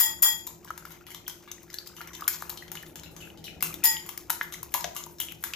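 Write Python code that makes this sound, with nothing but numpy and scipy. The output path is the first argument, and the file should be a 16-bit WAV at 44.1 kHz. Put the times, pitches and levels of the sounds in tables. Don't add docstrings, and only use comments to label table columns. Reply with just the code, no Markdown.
import sys
import numpy as np
from scipy import signal
from scipy.fft import rfft, irfft
from scipy.io import wavfile

SR = 44100
rng = np.random.default_rng(int(sys.argv[2]) if len(sys.argv) > 2 else 0)


def master_out(mix):
    frames = np.transpose(np.atleast_2d(mix))
    ceiling = np.clip(frames, -1, 1)
    pcm = np.round(ceiling * 32767).astype(np.int16)
    wavfile.write(sys.argv[1], SR, pcm)


N = 244755
LEAD = 2048
M = N + LEAD


def amp(db):
    return 10 ** (np.asarray(db) / 20)


def rms_one(x):
    return x / np.sqrt(np.mean(x ** 2) + 1e-20)


def in_time(curve):
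    s, value = np.transpose(curve)
    return np.interp((np.arange(M) - LEAD) / SR, s, value)


def at_hz(points, hz):
    point_hz, value = np.transpose(points)
    return np.interp(np.log(np.maximum(hz, 1)), np.log(point_hz), value)


def coloured(x, spectrum):
    size = 4096
    cepstrum = irfft(np.log(amp(at_hz(spectrum, np.fft.rfftfreq(size, 1 / SR)))))
    cepstrum[1:size // 2] *= 2
    cepstrum[size // 2 + 1:] = 0
    response = irfft(np.exp(rfft(cepstrum)))
    if x.ndim > 1:
        response = response[None]
    return signal.fftconvolve(x, response)[..., :M]


def band(x, low_hz, high_hz):
    return signal.sosfilt(signal.butter(2, [low_hz, high_hz], "band", fs=SR, output="sos"), x)


def add(out, s, sound):
    i = LEAD + round(s * SR)
    out[..., i:i + sound.shape[-1]] += sound[..., :M - i]


def later(x, samples):
    return irfft(rfft(x) * np.exp(-2j * np.pi * np.fft.rfftfreq(M) * samples), M)


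# frequency in Hz, relative density in dB per Hz.
AIR_SPECTRUM = [(12, -58.5), (20, -10), (59, -9.5), (115, 0.5), (164, -20), (250, -5), (349, -9.5),
                (399, -6), (520, -9.5), (906, -11.5), (1160, -85), (1410, -23), (4000, -38), (5200, -70.5),
                (8800, -120)]
# centre in Hz, width in Hz, power in dB relative to the other rows.
DRONE_BANDS = [(67, 25, -63.5), (118.4, 3.1, -76.5), (164, 19, -59.5), (201.7, 47, -66),
               (298.5, 4.6, -67.5), (332.7, 7.1, -63.5), (351.2, 17.4, -67)]
# frequency in Hz, correlation (capped at 0.88 when played).
LEFT_RIGHT_LIKENESS = [(60, 1), (240, 0.72), (950, 0.37), (3770, 0.068), (15000, 0.1)]
# time in seconds, level in dB before the left-right balance.
BED_LEVEL = [(0.0, -55), (0.01, -52.5), (1.58, -56), (3.8, -47.5), (3.83, -52.5), (5.25, -53),
             (5.55, -53.5)]


def background():
    hz = np.fft.rfftfreq(M, 1 / SR)
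    power = amp(at_hz(AIR_SPECTRUM, hz)) ** 2
    power = amp(-58.5) ** 2 * power / power.sum()
    for centre_hz, width_hz, db in DRONE_BANDS:
        shape = 1 / (1 + ((hz - centre_hz) / width_hz * 2) ** 2) ** 2
        power = power + amp(db) ** 2 * shape / shape.sum()
    alike = np.clip(at_hz(LEFT_RIGHT_LIKENESS, hz), 0, .88)
    mid, side = rfft(rng.standard_normal((2, M))) * np.sqrt(power)
    both = irfft(np.sqrt(1 + alike) * mid + np.sqrt(1 - alike) * side * [[1], [-1]], M)
    return amp(in_time(BED_LEVEL)) * rms_one(both) * amp([[1.2], [-1.2]])


# pitch in Hz, rms level in dB before the left-right balance.
HUM_TONES = [(164.5, -73), (353.5, -60.5)]


def hum(wander_hz=2.866):
    out = 0
    for hz, db in HUM_TONES:
        wander = np.interp(np.arange(M), np.linspace(0, M, num=60), rng.standard_normal(60))
        phase = 2 * np.pi * np.cumsum(hz + wander_hz * wander) / SR
        out = out + amp(db) * np.sqrt(2) * np.sin(phase)
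    return out


# frequency in Hz, time to fall 60 dB in seconds.
ROOM_DECAY = [(500, 0.35), (1500, 0.37), (4000, 0.33), (8000, 0.36), (14000, 0.086)]


def kitchen(x):
    t = np.arange(int(.7 * SR)) / SR
    tail = 0
    for low_hz in 400 * 2 ** np.arange(0, 5.5, .5):
        noise = band(rng.standard_normal((2, len(t))), low_hz, np.sqrt(2) * low_hz)
        tail = tail + noise * amp(-60 * t / at_hz(ROOM_DECAY, low_hz))
    tail = tail * np.clip((t - .003) / 0.00083, 0, 1)
    tail = tail / np.sqrt((tail ** 2).sum(axis=1, keepdims=True))
    return signal.fftconvolve(x[None], tail)[:, :M]


def stirred_db(thrown_db, t60, rest_db):
    blows = np.zeros(M)
    tap_blows = [(s, treble_db) for s, treble_db, *_ in TAP_EVENTS]
    rim_blows = [(s, rattle_db) for s, _, _, rattle_db, _ in RIM_BLOWS]
    for s, db in tap_blows + rim_blows:
        add(blows, s, amp([db + thrown_db]) ** 2)
    fading = signal.lfilter([1], [1, -amp(-60 / (t60 * SR)) ** 2], blows + 1e-18)
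    return 10 * np.log10(fading + amp(rest_db) ** 2)


def bubble(hz, t60, rise=0.017):
    t = np.arange(int(t60 * SR)) / SR
    swell = 1 - np.exp(-1.5 * hz * t)
    return np.sin(2 * np.pi * hz * t * (1 + rise * t / t60)) * amp(-60 * t / t60) * swell


# time in seconds, resting level in dB before the mix.
SLOSH_LEVEL = [(0.0, -47), (0.12, -58.5), (0.51, -72), (0.66, -67), (0.96, -62), (1.59, -67), (2.19, -54.5),
               (2.69, -62.5), (2.97, -64.5), (3.46, -64.5), (3.73, -68), (3.83, -56), (4.19, -63.5),
               (4.92, -63), (5.04, -72), (5.3, -73), (5.44, -72), (5.55, -49)]
# frequency in Hz, filter gain in dB.
FIZZ_COLOUR = [(1470, -23), (2500, 2.5), (3020, -19), (3560, -4), (6520, 4), (8460, -8), (11200, -7.5),
               (12600, -3.5), (14800, 8.5), (16000, -30), (16400, -49)]
SPLASH_DB, SPLASH_T60_S = -42, 0.28
FROTH_DB, FROTH_T60_S, FROTH_REST_DB = -29, .5, -64


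def slosh(per_s=450, fizz_per_s=2500):
    slosh_db = stirred_db(SPLASH_DB, SPLASH_T60_S, in_time(SLOSH_LEVEL))
    fizz_db = stirred_db(FROTH_DB, FROTH_T60_S, FROTH_REST_DB)
    sizes = amp(6 * np.minimum(rng.exponential(1, (2, M)), 2.3)) * rng.choice([-1, 1], (2, M))
    clumps = amp(5.0 * np.repeat(rng.standard_normal(M // 800 + 1), 800)[:M])
    born = rng.random((2, M)) < clumps * np.array([[per_s], [fizz_per_s]]) / SR
    pitch_index = rng.integers(0, 14, M)
    small = 0
    for k, hz in enumerate(np.geomspace(1000, 3800, num=14)):
        births = sizes[0] * born[0] * (pitch_index == k)
        small = small + signal.fftconvolve(births, bubble(hz, 33.5 / hz, rise=0.036))[:M]
    fizz = coloured(sizes[1] * born[1], FIZZ_COLOUR)
    return amp(slosh_db) * rms_one(small) + amp(fizz_db) * rms_one(fizz)


# start in seconds, level in dB before the mix, starting pitch in Hz, time to fall 60 dB
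# in seconds, room send in dB relative to the direct sound.
PLOPS_AND_KNOCKS = [(0.249, -24.5, 1170, 0.019, -3.5), (0.261, -23.5, 1530, .02, -4.5),
                    (0.289, -31, 1040, 0.014, -5), (.474, -35.5, 980, .015, 2),
                    (0.652, -36.5, 1050, .017, -3), (.676, -42.5, 1570, 0.028, -1),
                    (.705, -19, 1290, 0.022, -16), (0.777, -38.5, 1540, 0.02, -2),
                    (.824, -39, 1370, 0.016, -28), (0.852, -28.5, 1360, 0.015, -10),
                    (0.909, -47, 1450, 0.025, -4), (1.011, -43, 1390, 0.023, -5),
                    (1.086, -39.5, 1260, .018, -20), (1.117, -38.5, 2100, 0.016, -2.5),
                    (1.147, -37, 3190, .015, -18), (1.266, -36, 3220, .015, -1),
                    (1.279, -31, 1530, 0.019, -3.5), (1.299, -38, 3110, 0.022, -6),
                    (1.475, -42.5, 1140, 0.02, -3), (1.581, -43.5, 1920, .015, -10),
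                    (1.7, -39, 2020, 0.018, -7), (1.739, -36, 1690, .014, 0),
                    (1.786, -16, 4550, .006, -10.5), (1.874, -44, 926, 0.015, -10),
                    (1.971, -37, 3000, 0.012, 1.5), (1.984, -40, 1310, 0.018, 0),
                    (2.007, -28, 1370, 0.022, -7), (2.073, -38, 2070, .018, -11),
                    (2.105, -41, 1420, 0.022, -11), (2.131, -44, 2030, 0.019, 1),
                    (2.147, -41, 3080, .024, 1), (2.222, -21.5, 1220, .02, -4.5),
                    (2.242, -31.5, 3350, .01, -22), (2.278, -21.5, 1480, 0.025, -9),
                    (2.424, -12, 1180, 0.0048, -9), (2.527, -28.5, 1010, 0.0063, 1),
                    (2.575, -37.5, 3100, 0.016, 0), (2.624, -32.5, 1910, .018, -5),
                    (2.716, -40.5, 864, 0.021, 8), (2.754, -39, 1460, 0.018, -13),
                    (2.772, -26.5, 2960, 0.015, -6.5), (2.832, -34, 1780, .02, -13),
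                    (2.992, -40.5, 3070, .02, -5), (3.061, -39, 2700, 0.017, -1),
                    (3.206, -42, 2950, 0.028, 2), (3.224, -37, 2620, 0.016, 3),
                    (3.274, -39, 1560, .015, -7), (3.302, -37, 2860, 0.014, -21),
                    (3.44, -41.5, 3060, 0.016, 5), (3.468, -35, 2920, .025, -0.5),
                    (3.481, -25.5, 2480, 0.0089, -3), (3.607, -39, 2080, 0.022, -12),
                    (3.627, -22, 2680, 0.012, -2), (3.67, -32.5, 2710, .016, -5),
                    (3.707, -32.5, 1180, 0.014, -11), (3.727, -35.5, 2410, .02, -11),
                    (3.833, -27, 2490, 0.015, 2), (3.944, -33.5, 2120, 0.012, 5),
                    (3.968, -19.5, 3080, 0.0086, -8.5), (4.088, -34.5, 1150, .015, 1),
                    (4.176, -39, 1960, 0.016, -12), (4.3, -17.5, 1360, 0.011, -9),
                    (4.412, -7, 1670, 0.0072, -10.5), (4.415, -18, 2000, 0.01, -11),
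                    (4.543, -30, 2030, 0.015, -7), (4.63, -31, 1030, .014, -8),
                    (4.747, -17, 994, 0.025, -2), (4.792, -40, 940, 0.028, 6), (4.844, -22, 693, .024, 0.5),
                    (4.958, -33.5, 1130, 0.022, -1), (5.005, -35, 1134, 0.018, -8),
                    (5.066, -34, 960, 0.021, -4), (5.2, -28.5, 2950, 0.019, -9),
                    (5.215, -26, 2960, 0.022, -10), (5.286, -23.5, 2970, 0.0054, -2.5),
                    (5.314, -33, 2490, 0.013, -11), (5.438, -28, 1540, 0.028, -7),
                    (5.536, -17, 2560, 0.0061, -3)]


def plops_and_knocks():
    out = np.zeros((2, M))
    draws = rng.random((len(PLOPS_AND_KNOCKS), 4))
    for (s, db, hz, t60, room_db), draw in zip(PLOPS_AND_KNOCKS, draws):
        gain = amp(db + np.array([[0], [room_db]]))
        add(out, s, gain * bubble(hz, t60))
        for late, off in draw.reshape(2, 2):
            companion = bubble(hz * 1.317 ** (2 * off - 1), 0.38 * t60)
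            add(out, s + 0.33 * t60 * late, amp(-7.0) * gain * companion)
    return out


# start in seconds, ring in dB before the mix, place from 0 (lip)
# to 1 (lower wall), rattle of the sticks in dB before the mix, decay constant of the rattle in ms.
RIM_BLOWS = [(-0.004, -23.5, 0.25, -9, 17.3), (0.2217, -20.5, 0.039, -12.5, 21), (2.278, -47, 0.3, -6.5, 3),
             (3.837, -24.5, 0.49, -6.5, 11)]
# pitch in Hz, lip level in dB and lower-wall level in dB (weighted by
# the place of the blow), time to fall 60 dB in seconds.
BOWL_MODES = [(890.2, -13, 3.5, 0.36), (1915, -7, 7, 0.27), (3316, -2.5, -19, 0.25),
              (3310, -20.5, -28.5, 0.043), (5090, -6.5, 1.5, 0.15), (4960, -9, 5, 0.36),
              (7000, -4.5, -57.5, 0.1), (7025, -0.5, -4.5, 0.23), (9100, -10.5, 10, 0.075),
              (9970, -3.5, 10, 0.092), (10540, 0, -1, 0.055), (11510, 1.5, -10.5, 0.074),
              (12060, 14, -24, 0.025), (12200, 4, -25, 0.023), (12700, -25, -10.5, .1),
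              (12200, -3, -9.5, 0.073), (13200, -3.5, 5, 0.16), (13745, -16, -1, 0.072),
              (13450, -8, 22.5, 0.044), (14030, -6.5, 13.5, 0.22), (16000, 5.5, -19, 0.17)]


def rim(rough=0.7, waver_hz=80):
    t, out = np.arange(11 * SR // 20) / SR, np.zeros(M)
    hz, lip_db, wall_db, t60 = np.transpose(BOWL_MODES)[:, :, None]
    rings = np.exp(2j * np.pi * hz * t) * amp(-60 * t / t60)
    slow = signal.butter(2, waver_hz, fs=SR, output="sos")
    for s, db, place, _, ms in RIM_BLOWS:
        noise = rng.standard_normal((2, len(BOWL_MODES), LEAD + len(t)))
        waver = signal.sosfilt(slow, noise)[..., LEAD:]
        loaded = 1 + rough * hz / 6000 * (rms_one(waver[0]) + 1j * rms_one(waver[1]))
        mode_gain = amp(db + (1.5 - place) * lip_db + place * wall_db)
        ring = (mode_gain * rings * loaded).imag.sum(axis=0)
        add(out, s, ring * (1 - np.exp(-4000 * t / ms)))
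    return out


def contact(treble_db, snap_db, body_db, snap_hz, ms, noise):
    u = 1000 * np.arange(noise.shape[1]) / SR / ms
    one_impact = 0.24 * np.exp(-((u - .5) / 0.028) ** 2)
    fade = (np.exp(-u) + one_impact) * np.minimum(u / .5, 1)
    layers = [(0, 8500, 18000),
              (snap_db + 14.0, snap_hz / 1.078, snap_hz * 1.045),
              (snap_db + 5.5, 3200, 8500),
              (body_db + 10.0, 600, 3200)]
    out = 0
    for (db, low_hz, high_hz), grit in zip(layers, noise):
        share = np.sqrt((high_hz - low_hz) / SR * np.mean(fade ** 2))
        out = out + amp(db) * share * rms_one(band(grit * fade, low_hz, high_hz))
    return amp(treble_db) * out


# start in seconds, treble in dB before the mix, snap and body in dB
# relative to it before the layer trims, snap pitch in Hz, room send in dB relative to the direct sound.
TAP_EVENTS = [(0.2258, -5, -18, -29, 7000, -10), (0.4674, -24, -28, -21, 6750, -2),
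              (0.4723, -28.5, -6, -15, 7300, -3.5), (0.646, -36, -10, -19, 5400, -5),
              (0.675, -53, -5, 1.5, 6500, 11.5), (0.704, -35, -12, -5, 6150, -5),
              (0.7764, -27, -13, -12, 6950, -5), (0.852, -34, -13, -8.5, 5360, -3),
              (0.9058, -39, -19, -5.5, 3560, 4.5), (0.9183, -36, -12, -16, 6460, -2),
              (1.066, -38, -7.5, -5, 3400, 3.5), (1.1039, -35, -10, -9, 3100, 2.5),
              (1.1159, -37, -11, -25, 5530, -2), (1.1458, -31.5, -5, -9, 3470, -1),
              (1.2787, -21, -11, -15.5, 6160, -4), (1.296, -32.5, -2, -12, 3180, -2.5),
              (1.476, -52, -11, 6.5, 3230, 7.5), (1.5147, -29.5, -2.5, -17, 6500, -5.5),
              (1.6302, -38, -21, -28, 5390, -8), (1.701, -42, -1, -10, 5280, -2),
              (1.729, -38, -5, -37, 6360, 0), (1.7411, -25, -6, -25, 4200, -6.5),
              (1.7856, -32, -15, -23, 4660, -5), (1.8597, -45, -2.5, -13, 5130, 9),
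              (1.8725, -31, -6.5, -25, 4600, -11), (1.965, -37.5, -6.5, -10, 6060, 4),
              (2.0133, -35.5, -9, 1.5, 4040, -3.5), (2.073, -35, -10, -7, 6240, -2),
              (2.1322, -41.5, 0.5, -5, 5930, 5.5), (2.15, -33, -4, -15, 3650, -11),
              (2.2077, -31, -11, -10, 5370, -3), (2.2788, -9.5, -13, -21, 7300, -8),
              (2.3377, -42, 1, 1, 7000, 0.5), (2.4215, -25.5, -37, -11, 6800, -3.5),
              (2.4946, -20, -17, -16, 7060, -2.5), (2.4995, -28.5, -3, -16, 4080, -12),
              (2.573, -33, -2, -14, 4270, -2), (2.6796, -50, 8, 5, 3300, -6.5),
              (2.7161, -24.5, -15, -13.5, 6600, -2.5), (2.7525, -30, -10.5, -6, 6440, -0.5),
              (2.8258, -34.5, -17, -17, 5560, -8), (2.863, -42, -4, -14, 3800, -4.5),
              (2.956, -31.5, -9, -8, 7030, 0.5), (2.9954, -41, 0, -16, 6400, -10),
              (3.0334, -39.5, -0.5, -3.5, 4040, 1.5), (3.1637, -38, -3.5, -5, 6100, 0),
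              (3.2034, -44, -6, -7.5, 7100, 9), (3.3734, -49.5, 3.5, -6, 3200, 1.5),
              (3.4406, -35.5, -3.5, -16, 3970, 6), (3.6061, -37, -2, -6, 4800, -1),
              (3.6246, -9, -30, -16, 7800, -1), (3.7403, -25, -11, -16, 3760, -8),
              (3.8379, -16.5, -11.5, -13.5, 6900, 1.5), (4.0623, -32.5, -15, -15, 6970, 2.5),
              (4.0899, -23, -13.5, -12, 6700, -2.5), (4.1754, -22, -14, -17.5, 5370, -9.5),
              (4.2971, -24, -22, -10, 6450, -14), (4.3017, -8.5, -20.5, -13, 3940, -4),
              (4.4114, -42.5, -13, 12, 3300, -3.5), (4.43, -27, -38, -27, 4490, -2),
              (4.5228, -31.5, -5.5, -9, 6350, 4.5), (4.5376, -31, -2, -9.5, 6430, -6.5),
              (4.6291, -22, -39, -25, 6000, -9), (4.7192, -39.5, -29, -10.5, 6200, 2.5),
              (4.7396, -10.5, -18.5, -12.5, 6500, -1.5), (4.8074, -27.5, -4.5, -23, 5300, -3.5),
              (4.8422, -32.5, 6.5, 10, 6000, -7), (4.9482, -34.5, -12.5, -13, 7340, 7),
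              (4.9641, -22, -12.5, -11.5, 6470, 2), (5.0371, -37, 3, -16, 7150, -15),
              (5.0613, -32.5, -22, -22, 7360, -9), (5.1838, -43, -2, -11, 5730, 3),
              (5.2007, -15.5, -15.5, -16, 3380, 0.5), (5.3205, -28, -18, -12.5, 3430, -10),
              (5.426, -35, -33, -13, 6600, -2.5), (5.438, -16.5, -17.5, -11.5, 6800, -1),
              (5.5353, -31.5, 4, -8, 3220, -5)]
# frequency in Hz, filter gain in dB.
STICK_COLOUR = [(290, -6), (500, -20), (910, 1), (1890, -3), (2090, 2.5), (2600, -7), (2880, -0.5),
                (4870, -2), (7230, 0), (8490, -11.5), (12800, 4), (15000, 4), (16400, -85)]
CONTACT_MS = 2.43
GRAZE_COUNT, GRAZE_DB, GRAZE_SPREAD_DB = 30, -46, 4
GRAZE_SNAP_DB, GRAZE_BODY_DB, GRAZE_ROOM_DB = -31.5, -46, 9


def taps():
    out = np.zeros((2, M))
    grazes = []
    for when, size, tone in rng.random((GRAZE_COUNT, 3)):
        graze_db = GRAZE_DB + GRAZE_SPREAD_DB * (2 * size - 1)
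        snap_hz = 3300 * 2.2 ** tone
        grazes.append((when * N / SR, graze_db, GRAZE_SNAP_DB, GRAZE_BODY_DB, snap_hz, GRAZE_ROOM_DB))
    touches = list(TAP_EVENTS) + grazes
    for (s, *tap, room_db), noise in zip(touches, rng.standard_normal((len(touches), 4, 1500))):
        add(out, s, amp([[0], [room_db]]) * contact(*tap, CONTACT_MS, noise))
    for (s, _, _, rattle_db, ms), noise in zip(RIM_BLOWS, rng.standard_normal((len(RIM_BLOWS), 4, 5000))):
        rebounds = amp(6.3 * np.repeat(rng.standard_normal(100), 50))
        rattle = contact(rattle_db, -20.5, -21.5, 5230, ms, noise * rebounds)
        add(out, s, amp([[-2.5], [-5.5]]) * rattle)
    return amp(5.5) * coloured(out, STICK_COLOUR)


def scene():
    ringing, wet = rim(), slosh()
    (sticks, sticks_out), (pitched, pitched_out) = taps(), plops_and_knocks()
    near = amp([[3.0], [-3.5]]) * (sticks + amp(-4.0) * ringing) + amp([[1.6], [-1.6]]) * (pitched + wet)
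    near[1] = later(near[1], 0.93)
    echoes = kitchen(sticks_out + amp(1.5) * ringing + pitched_out + amp(-16.5) * wet)
    bed = background() + amp([[-.6], [.6]]) * hum()
    return (near + amp([[2.2], [-2.2]]) * echoes + bed)[:, LEAD:]


def record(dry):
    treble = signal.sosfilt(signal.butter(1, 7000, "high", fs=SR, output="sos"), dry[1])
    shaded = np.array([dry[0], dry[1] - 0.14 * treble])
    rounded = np.tanh(shaded / .85) * .85
    return signal.sosfilt(signal.cheby2(14, 70, 16600, fs=SR, output="sos"), rounded)


dry = scene()
out = record(dry)
master_out(out)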